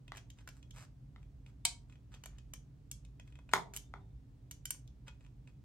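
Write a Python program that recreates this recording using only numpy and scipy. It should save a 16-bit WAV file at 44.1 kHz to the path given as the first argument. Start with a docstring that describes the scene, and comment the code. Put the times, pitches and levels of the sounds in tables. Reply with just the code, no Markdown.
"""A low ventilation hum, and at once light taps and a knock on a plastic fan housing held over a bench.
Fingers and steel slide over the plastic, and the tips of a screwdriver and tweezers tick on its centre
screw. One tool clinks against another, the housing snaps loudly once, and the tweezers slip off and
sing faintly. Each blow is a short shudder followed by ringing notes, and a small room answers it."""
import sys
import numpy as np
from scipy import signal
from scipy.fft import rfft, irfft
from scipy.io import wavfile

SR = 44100
rng = np.random.default_rng(int(sys.argv[2]) if len(sys.argv) > 2 else 0)


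def pcm_store(signal):
    """Save signal as 16-bit PCM."""
    levels = np.round(np.clip(np.atleast_2d(signal), -1, 1) * 32767)
    wavfile.write(sys.argv[1], SR, levels.astype(np.int16).T)


N = 248724


def amp(db):
    """Turns decibels into a number to multiply by."""
    return 10 ** (np.asarray(db) / 20)

def unit(x):
    """Scales a sound to an energy of one."""
    return x / np.sqrt(np.sum(x ** 2) + 1e-20)

def read(points, hz):
    """Looks up a value between a table's rows, on a logarithmic pitch scale."""
    row_hz, value = np.transpose(points)
    return np.interp(np.log(hz + 1), np.log(row_hz + 1), value)

def add(mix, s, sound):
    """Mixes a sound in, starting at s seconds."""
    part = mix[round(s * SR):][:len(sound)]
    part += sound[:len(part)]

def fade(t, ring_s):
    """Dies away by 60 dB in ring_s seconds: the ring time."""
    return np.exp(-np.log(1000) * t / ring_s)

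def tone(hz, bass_db, treble_db):
    """Where and how hard a thing is touched changes its bass and treble."""
    return read([(1400, bass_db), (3500, 0), (10000, treble_db)], hz)

def coloured(x, colour, bass_db, treble_db, size=2048):
    """Makes some pitches louder than others, with a filter that never sounds ahead of the blow."""
    hz = abs(np.fft.fftfreq(size, 1 / SR))
    log_gain = np.log(amp(read(colour, hz) + tone(hz, bass_db, treble_db)))
    response = np.fft.ifft(np.exp(np.conj(signal.hilbert(log_gain)))).real
    return signal.fftconvolve(x, response[:size // 2])

def shudder(rise_s, fall_s, evenness=0.2, size=2048):
    """Many vibrations that die within milliseconds make a burst, different at every blow."""
    t = np.arange(size) / SR
    burst = rfft(rng.standard_normal(size) * (1 - np.exp(-t / rise_s)) ** 2 * np.exp(-t / fall_s))
    return unit(irfft(burst / (abs(burst) + 1e-9) ** evenness)[:size // 2])

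def strikes(rows, colour, notes, rise_s, fall_s, shudder_db, ring_db):
    """Each blow is a click, a short shudder and a few notes that ring on."""
    out, t = np.zeros(N), np.arange(SR // 2) / SR
    for s, db, bass_db, treble_db in rows:
        contact = amp(shudder_db) * shudder(rise_s, fall_s)
        contact[0] += 1  # the click
        add(out, s, amp(db) * unit(coloured(contact, colour, bass_db, treble_db)))
        for hz, note_db, ring_s in notes:
            ring = np.sin(2 * np.pi * (hz * t + rng.random())) * fade(t, ring_s)
            tone_db = tone(hz, bass_db, treble_db) - max(bass_db, treble_db, 0) / 2
            grip_db = rng.normal(0, 1.6)  # the fingers damp each note differently every time
            add(out, s, amp(db + ring_db + note_db + tone_db + grip_db) * unit(ring))
    return out

def brightened(rows, treble_per_db, plain_db):
    """A harder blow is a shorter contact, so it gets more treble."""
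    return [(s, db, bass_db, treble_per_db * (db - plain_db)) for s, db, bass_db in rows]


# Rumble and hiss of the air. Each row: pitch in Hz, relative level in dB.
AIR_COLOUR = [(31, -24.5), (40, -4), (60, -1.5), (81, -13.5), (127, -7.5), (165, -17), (200, -18),
              (277, -27), (330, -28.5), (430, -32), (560, -37), (1330, -46.5), (3500, -52), (7000, -55.5),
              (11000, -61.5), (16000, -65.5)]
# Bands of hum. Each row: pitch in Hz, width in Hz, level in dB.
HUM_BANDS = [(49, 7, -62), (127.3, 19, -60.5), (274, 24, -73)]
# How alike the air sounds in both ears. Each row: pitch in Hz, likeness from 0 to 1.
EAR_LIKENESS = [(50, 0.98), (130, 0.96), (260, 0.79), (600, 0.29), (1500, 0.1), (10000, 0.22)]

def ventilation(air_db=-56):
    """Moving air rumbles and hisses; narrow bands of noise make its wavering hum."""
    hz = np.fft.rfftfreq(N, 1 / SR)
    power = (amp(air_db) * unit(amp(read(AIR_COLOUR, hz)))) ** 2
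    for centre, width, db in HUM_BANDS:
        band = 1 / (1 + ((hz - centre) / width) ** 4)
        power += (amp(db) * unit(band)) ** 2
    left, other = rfft(rng.standard_normal((2, N)))
    same = read(EAR_LIKENESS, hz)
    pair = np.array([left, same * left + np.sqrt(1 - same ** 2) * other])
    return irfft(pair * np.sqrt(power * N / 2), N) * amp([[-.7], [.6]])  # right is a little louder


# Light touches on the hub. Each row: start in seconds, level in dB, extra bass in dB.
HUB_TOUCHES = [(0.0792, -35, -1.5), (0.1595, -36.5, -5), (0.178, -31, -8), (0.3865, -40, -2),
               (0.6275, -40.5, -9), (0.768, -40, 9), (2.1398, -34.5, -3), (2.3838, -36.5, -10),
               (3.0493, -39.5, -19), (3.1975, -34.5, -3.5), (3.3547, -40.5, -2), (3.389, -38.5, 7.5),
               (3.491, -35.5, 9), (4.746, -42, 11), (5.0798, -29, 3)]
# The tone of a touch. Each row: pitch in Hz, relative level in dB.
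HUB_COLOUR = [(150, -27), (500, -2.5), (1000, -6), (1500, -10), (1900, -1.5), (2500, -2), (3300, -4.5),
              (4500, -14), (6800, -9), (8600, -15), (10300, -25.5), (12000, -24.5), (15500, -40)]
# The hub's ringing. Each row: pitch in Hz, relative level in dB, ring time in seconds.
HUB_NOTES = [(980, -17, 0.12), (1440, -17.5, 0.033), (2350, -16.5, 0.022), (2520, -9, 0.075),
             (3300, -11.5, 0.034)]

def hub_touches(fumbles):
    """Light touches, planned or fumbled, make the plastic hub ring briefly."""
    blows = brightened(list(HUB_TOUCHES) + fumbles, treble_per_db=0.14, plain_db=-33)
    return strikes(blows, HUB_COLOUR, HUB_NOTES,
                   rise_s=0.00046, fall_s=0.0021, shudder_db=18.5, ring_db=5.5)


# Blows on the housing. Each row: start in seconds, level in dB, extra bass in dB.
HOUSING_KNOCKS = [(0.1203, -20, -2), (1.1618, -34.5, -1.5), (3.535, -10, -9), (3.5367, 4, 4),
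                  (3.9391, -20, 8.5)]
# The tone of a knock. Each row: pitch in Hz, relative level in dB.
HOUSING_COLOUR = [(120, -30), (400, -15), (700, -6.5), (1000, -4), (1350, -2.5), (1650, -11), (2050, -4),
                  (2600, -23.5), (3400, -10), (4500, -19), (6200, -19), (8500, -22.5), (12000, -23),
                  (14500, -38.5)]
# The housing's ringing. Each row: pitch in Hz, relative level in dB, ring time in seconds.
HOUSING_NOTES = [(171.7, -23.5, 0.251), (391, -17, 0.28), (427.5, -22.5, 0.1239), (732, -21.5, 0.32),
                 (896, -21.5, 0.14), (992, -17.5, 0.11), (1062, -23, 0.13), (1420, -17.5, .1),
                 (1448, -17.5, 0.088), (1601, -29, 0.13), (1942, -28.5, 0.11), (2018, -20.5, 0.079),
                 (4140, -29, .2)]

def housing_knocks(gap_s=.0137, rattle_db=-17, growth=1.2, loss_db=3):
    """The loose housing rattles three times after each knock; hard blows shake it the most."""
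    rattles = [(s + (k + 1) * gap_s, rattle_db + growth * db - k * loss_db, bass_db)
               for s, db, bass_db in HOUSING_KNOCKS for k in range(3)]
    blows = brightened(list(HOUSING_KNOCKS) + rattles, treble_per_db=0.6, plain_db=1)
    return strikes(blows, HOUSING_COLOUR, HOUSING_NOTES,
                   rise_s=0.00046, fall_s=.0016, shudder_db=-6.5, ring_db=-3.5)


# Slides over plastic. Each row: start and end in seconds, level in dB, extra treble in dB.
SLIDES = [(0.126, 0.21, -72, 5), (0.361, 0.435, -74, 0), (0.504, 0.618, -78, 9), (0.725, 0.872, -62.5, 4),
          (2.101, 2.19, -70.5, -3), (2.182, 2.456, -80.5, -24), (3.504, 3.57, -61.5, 0.5),
          (3.733, 3.787, -59, 18), (5.059, 5.102, -64, -6)]
# The tone of a slide. Each row: pitch in Hz, relative level in dB.
SLIDE_COLOUR = [(290, -43), (500, -8.5), (1330, -3), (4470, -14), (8250, -14), (9650, -24), (10100, -37),
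                (10800, -20), (15000, -39)]

def rubbing(slips_per_s=900, spread_db=4, hiss=.25, grip_db=-38, grip_treble_db=3):
    """Fingers and steel slide in tiny, uneven slips over a hiss; each shift of grip slides faintly too."""
    out = np.zeros(N)
    shifts = [(start, end, db + grip_db, grip_treble_db) for start, end, db in GRIP_SHIFTS]
    for start, end, db, treble_db in list(SLIDES) + shifts:
        n = round((end - start) * SR)
        slips = rng.random(n) < slips_per_s / SR
        sizes = amp(spread_db * np.minimum(rng.exponential(1, n), 4))
        friction = (slips * sizes + hiss) * rng.standard_normal(n) * signal.windows.tukey(n, .7)
        add(out, start, amp(db) * np.sqrt(n) * unit(coloured(friction, SLIDE_COLOUR, 0, treble_db)))
    return out


# A steel tip meets the screw. Each row: start in seconds, level in dB, extra bass in dB,
# seconds until it bounces (0 for a clean landing).
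SCREW_TICKS = [(0.1495, -33, 17, 0), (0.17, -28.5, 5, 0.0047), (0.3015, -34.5, -13, 0.00056),
               (0.475, -27.5, 10.5, 0.00051), (0.4885, -29.5, -2, 0), (0.708, -34.5, -15, 0.0012),
               (2.146, -36.5, -9, 0), (2.237, -28, 8, 0), (2.2582, -24, 6, 0), (2.536, -22, -1.5, 0),
               (2.9136, -18, -14.5, 0), (3.7368, -26.5, -4, .0055), (3.7632, -16, -7.5, 0.0082),
               (4.5112, -23, -8.5, 0.0024), (4.6547, -18.5, -6.5, 0.0013), (4.7058, -11.5, -4.5, 0.0013),
               (4.8758, -40.5, -32, 0)]
# The tone of a tick. Each row: pitch in Hz, relative level in dB.
STEEL_COLOUR = [(120, -31), (400, -16.5), (700, -5.5), (1100, -20), (1600, -2.5), (2400, -8), (3200, -1.5),
                (3900, -11.5), (5000, -8.5), (6700, 1), (9000, -10.5), (11700, -3), (13800, -18),
                (15500, -23)]
# The steel's ringing. Each row: pitch in Hz, relative level in dB, ring time in seconds.
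STEEL_NOTES = [(1032, -18.5, 0.037), (1386, -15.5, 0.015), (2320, -12, 0.036), (3090, -10, 0.015),
               (4805, -19.5, 0.014), (8330, -14, .02), (8900, -16.5, 0.014), (11800, -25.5, 0.0031)]

def screw_ticks(bounce_db=-4, bounce_bass_db=-4):
    """A steel tip lands on the screw, and may hop once and land again more softly."""
    landings = [(s, db, bass_db) for s, db, bass_db, _ in SCREW_TICKS]
    bounces = [(s + hop_s, db + bounce_db, bass_db + bounce_bass_db)
               for s, db, bass_db, hop_s in SCREW_TICKS if hop_s > 0]
    blows = brightened(landings + bounces, treble_per_db=1.07, plain_db=-23.5)
    return strikes(blows, STEEL_COLOUR, STEEL_NOTES,
                   rise_s=0.00053, fall_s=0.0022, shudder_db=11, ring_db=1)


# The fingers change their hold. Each row: start and end in seconds, typical level of a touch in dB.
GRIP_SHIFTS = [(1.2, 1.245, -49), (1.46, 1.518, -40.5), (1.87, 1.971, -45.5), (3.239, 3.33, -45),
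               (5.182, 5.288, -46.5), (5.473, 5.508, -42.5)]

def fumbling(gap_s=.04, spread_db=2, bass_db=-1.5):
    """Lists the faint, uneven touches that the fingers make as their grip shifts."""
    rows = []
    for start, end, db in GRIP_SHIFTS:
        count = max(round((end - start) / gap_s), 1)
        for k in range(count):
            s = start + (end - start) * (k + rng.random()) / count
            rows.append((s, db + rng.normal(0, spread_db), bass_db))
    return rows


# Tool hits tool. Each row: start in seconds, level in dB, extra bass in dB, extra treble in dB.
TOOL_CLINKS = [(1.6513, -0.5, 3.5, 1), (1.6548, -11, -4, -1)]
# The tone of the clink. Each row: pitch in Hz, relative level in dB.
CLINK_COLOUR = [(150, -36), (450, -21), (720, -13), (1000, -18), (1280, -17), (1750, -16.5), (2350, -8),
                (3100, 1.5), (3900, -1.5), (5000, -6), (6600, -3), (9000, 0.5), (11500, -10),
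                (15500, -21.5)]
# The tools' ringing. Each row: pitch in Hz, relative level in dB, ring time in seconds.
CLINK_NOTES = [(720, -26, 0.11), (935, -24, 0.15), (1644, -27, .07), (2247, -13.5, .035),
               (2430, -23.5, 0.12), (3650, -23.5, 0.11), (4050, -13.5, 0.059), (5250, -26, .12),
               (6060, -16.5, .05), (7260, -31, .08), (8425, -16.5, 0.029), (8660, -10, 0.027)]

def tool_clink():
    """A tool strikes another on the bench as it is picked up."""
    return strikes(TOOL_CLINKS, CLINK_COLOUR, CLINK_NOTES,
                   rise_s=0.00084, fall_s=.0015, shudder_db=22, ring_db=0.5)


# The tweezers' two prongs. Each row: pitch in Hz, starting level in dB, ring time in seconds.
PRONG_NOTES = [(3640, -82, 1.3), (3580, -80, 1.18)]

def tweezers(slip_s=3.7755, flutter=0.85, flutter_hz=45):
    """After slipping off, two prongs slightly out of tune ring down unevenly between the fingers."""
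    out, t = np.zeros(N), np.arange(SR) / SR
    for hz, db, ring_s in PRONG_NOTES:
        grip = np.interp(t * flutter_hz, np.arange(SR), 1 + flutter * rng.standard_normal(SR))
        add(out, slip_s, amp(db) * grip * np.sin(2 * np.pi * hz * t) * fade(t, ring_s))
    return out


# How long the room rings. Each row: pitch in Hz, ring time in seconds.
ROOM_RING = [(200, .45), (600, .44), (1300, 0.22), (3000, 0.22), (7000, 0.22), (14000, 0.15)]

def room_tail(colour, build_s=0.0022):
    """Countless echoes blur into a tail whose high notes die first."""
    n = SR * 3 // 4
    hz, t, (left, other) = signal.stft(rng.standard_normal((2, n)), SR, nperseg=256)
    same = read([(200, 0.38), (700, .45), (2000, 0.16)], hz)[:, None]  # likeness in both ears
    pair = np.array([left, same * left + np.sqrt(1 - same ** 2) * other])
    rate = np.log(1000) / read(ROOM_RING, hz)[:, None]
    bands = pair * np.exp(-rate * t) * np.sqrt(2 * rate / SR) * amp(read(colour, hz))[:, None]
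    build_up = 1 - np.exp(-(np.arange(n) / SR / build_s) ** 2)
    return signal.istft(bands, SR, nperseg=256)[1][:, :n] * build_up

def room(x, colour, ceiling_db, ceiling_s=0.0208, tails=3, turn_hz=.7):
    """One soft ceiling echo, and tails that take turns as the hands move about."""
    out, t = np.zeros((2, N)), np.arange(N) / SR
    for k in range(tails):
        share = np.sqrt(2 / tails) * np.cos(2 * np.pi * (t * turn_hz + k / tails))
        out += signal.fftconvolve((x * share)[None], room_tail(colour), axes=1)[:, :N]
    dulled = np.convolve(x, signal.windows.hann(9) / 4)
    for side in out:
        add(side, ceiling_s, amp(ceiling_db) * dulled)
    return out

def placed(x, tip_lag_ms, housing_lag_ms=-.065):
    """Shifts the left side in time: low notes come from the housing, treble from the point of contact."""
    hz = np.fft.rfftfreq(N, 1 / SR)
    lag_s = np.interp(hz, [2600, 3600], [housing_lag_ms, tip_lag_ms]) / 1000
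    left = irfft(rfft(x) * np.exp(-2j * np.pi * hz * lag_s), N)
    return np.array([left, x])


# What the room sends back of the tools and of the housing. Each row: pitch in Hz, relative level in dB.
TOOL_ECHO = [(200, -2), (700, -6.5), (1400, -3), (3000, -5), (5500, 0), (7300, -5), (9500, -6.5),
             (15000, -13.5)]
HOUSING_ECHO = [(200, 2), (450, -6.5), (800, -3), (1400, -9.5), (2000, -6), (3000, -6.5), (6000, -3.5),
                (12000, -9)]

def scene():
    """Tools, housing and fingers in the room; the upturned housing throws its sound at the ceiling."""
    fumbles = fumbling()
    taps = screw_ticks() + hub_touches(fumbles)
    clink = tool_clink()
    knocks = housing_knocks()
    handling = taps + rubbing()
    direct = placed(handling + clink + tweezers(), tip_lag_ms=.245) + placed(knocks, tip_lag_ms=-.14)
    tool_echoes = room(amp(-2) * handling + amp(-1) * clink, TOOL_ECHO, ceiling_db=-19.5)
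    housing_echoes = room(knocks, HOUSING_ECHO, ceiling_db=-14)
    return direct + tool_echoes + housing_echoes + ventilation()


# How the microphone's openings colour the highest treble. Each row: pitch in Hz, boost or cut in dB.
MIC_COLOUR = [(9500, 0), (10300, -4), (11100, 1.5), (12800, 0), (13850, -5.5), (14700, 3.5), (15800, 4)]

def record(dry, lowest_hz=40, highest_hz=16200):
    """The microphone's openings notch the treble; the deepest bass and the very top are cut away."""
    low_cut = signal.butter(7, lowest_hz, "highpass", fs=SR, output="sos")
    high_cut = signal.firwin(511, highest_hz, window=("kaiser", 9), fs=SR)
    notched = irfft(rfft(dry) * amp(read(MIC_COLOUR, np.fft.rfftfreq(N, 1 / SR))), N)
    return signal.oaconvolve(signal.sosfilt(low_cut, notched), high_cut[None], "same")


dry = scene()
out = record(dry)
pcm_store(out)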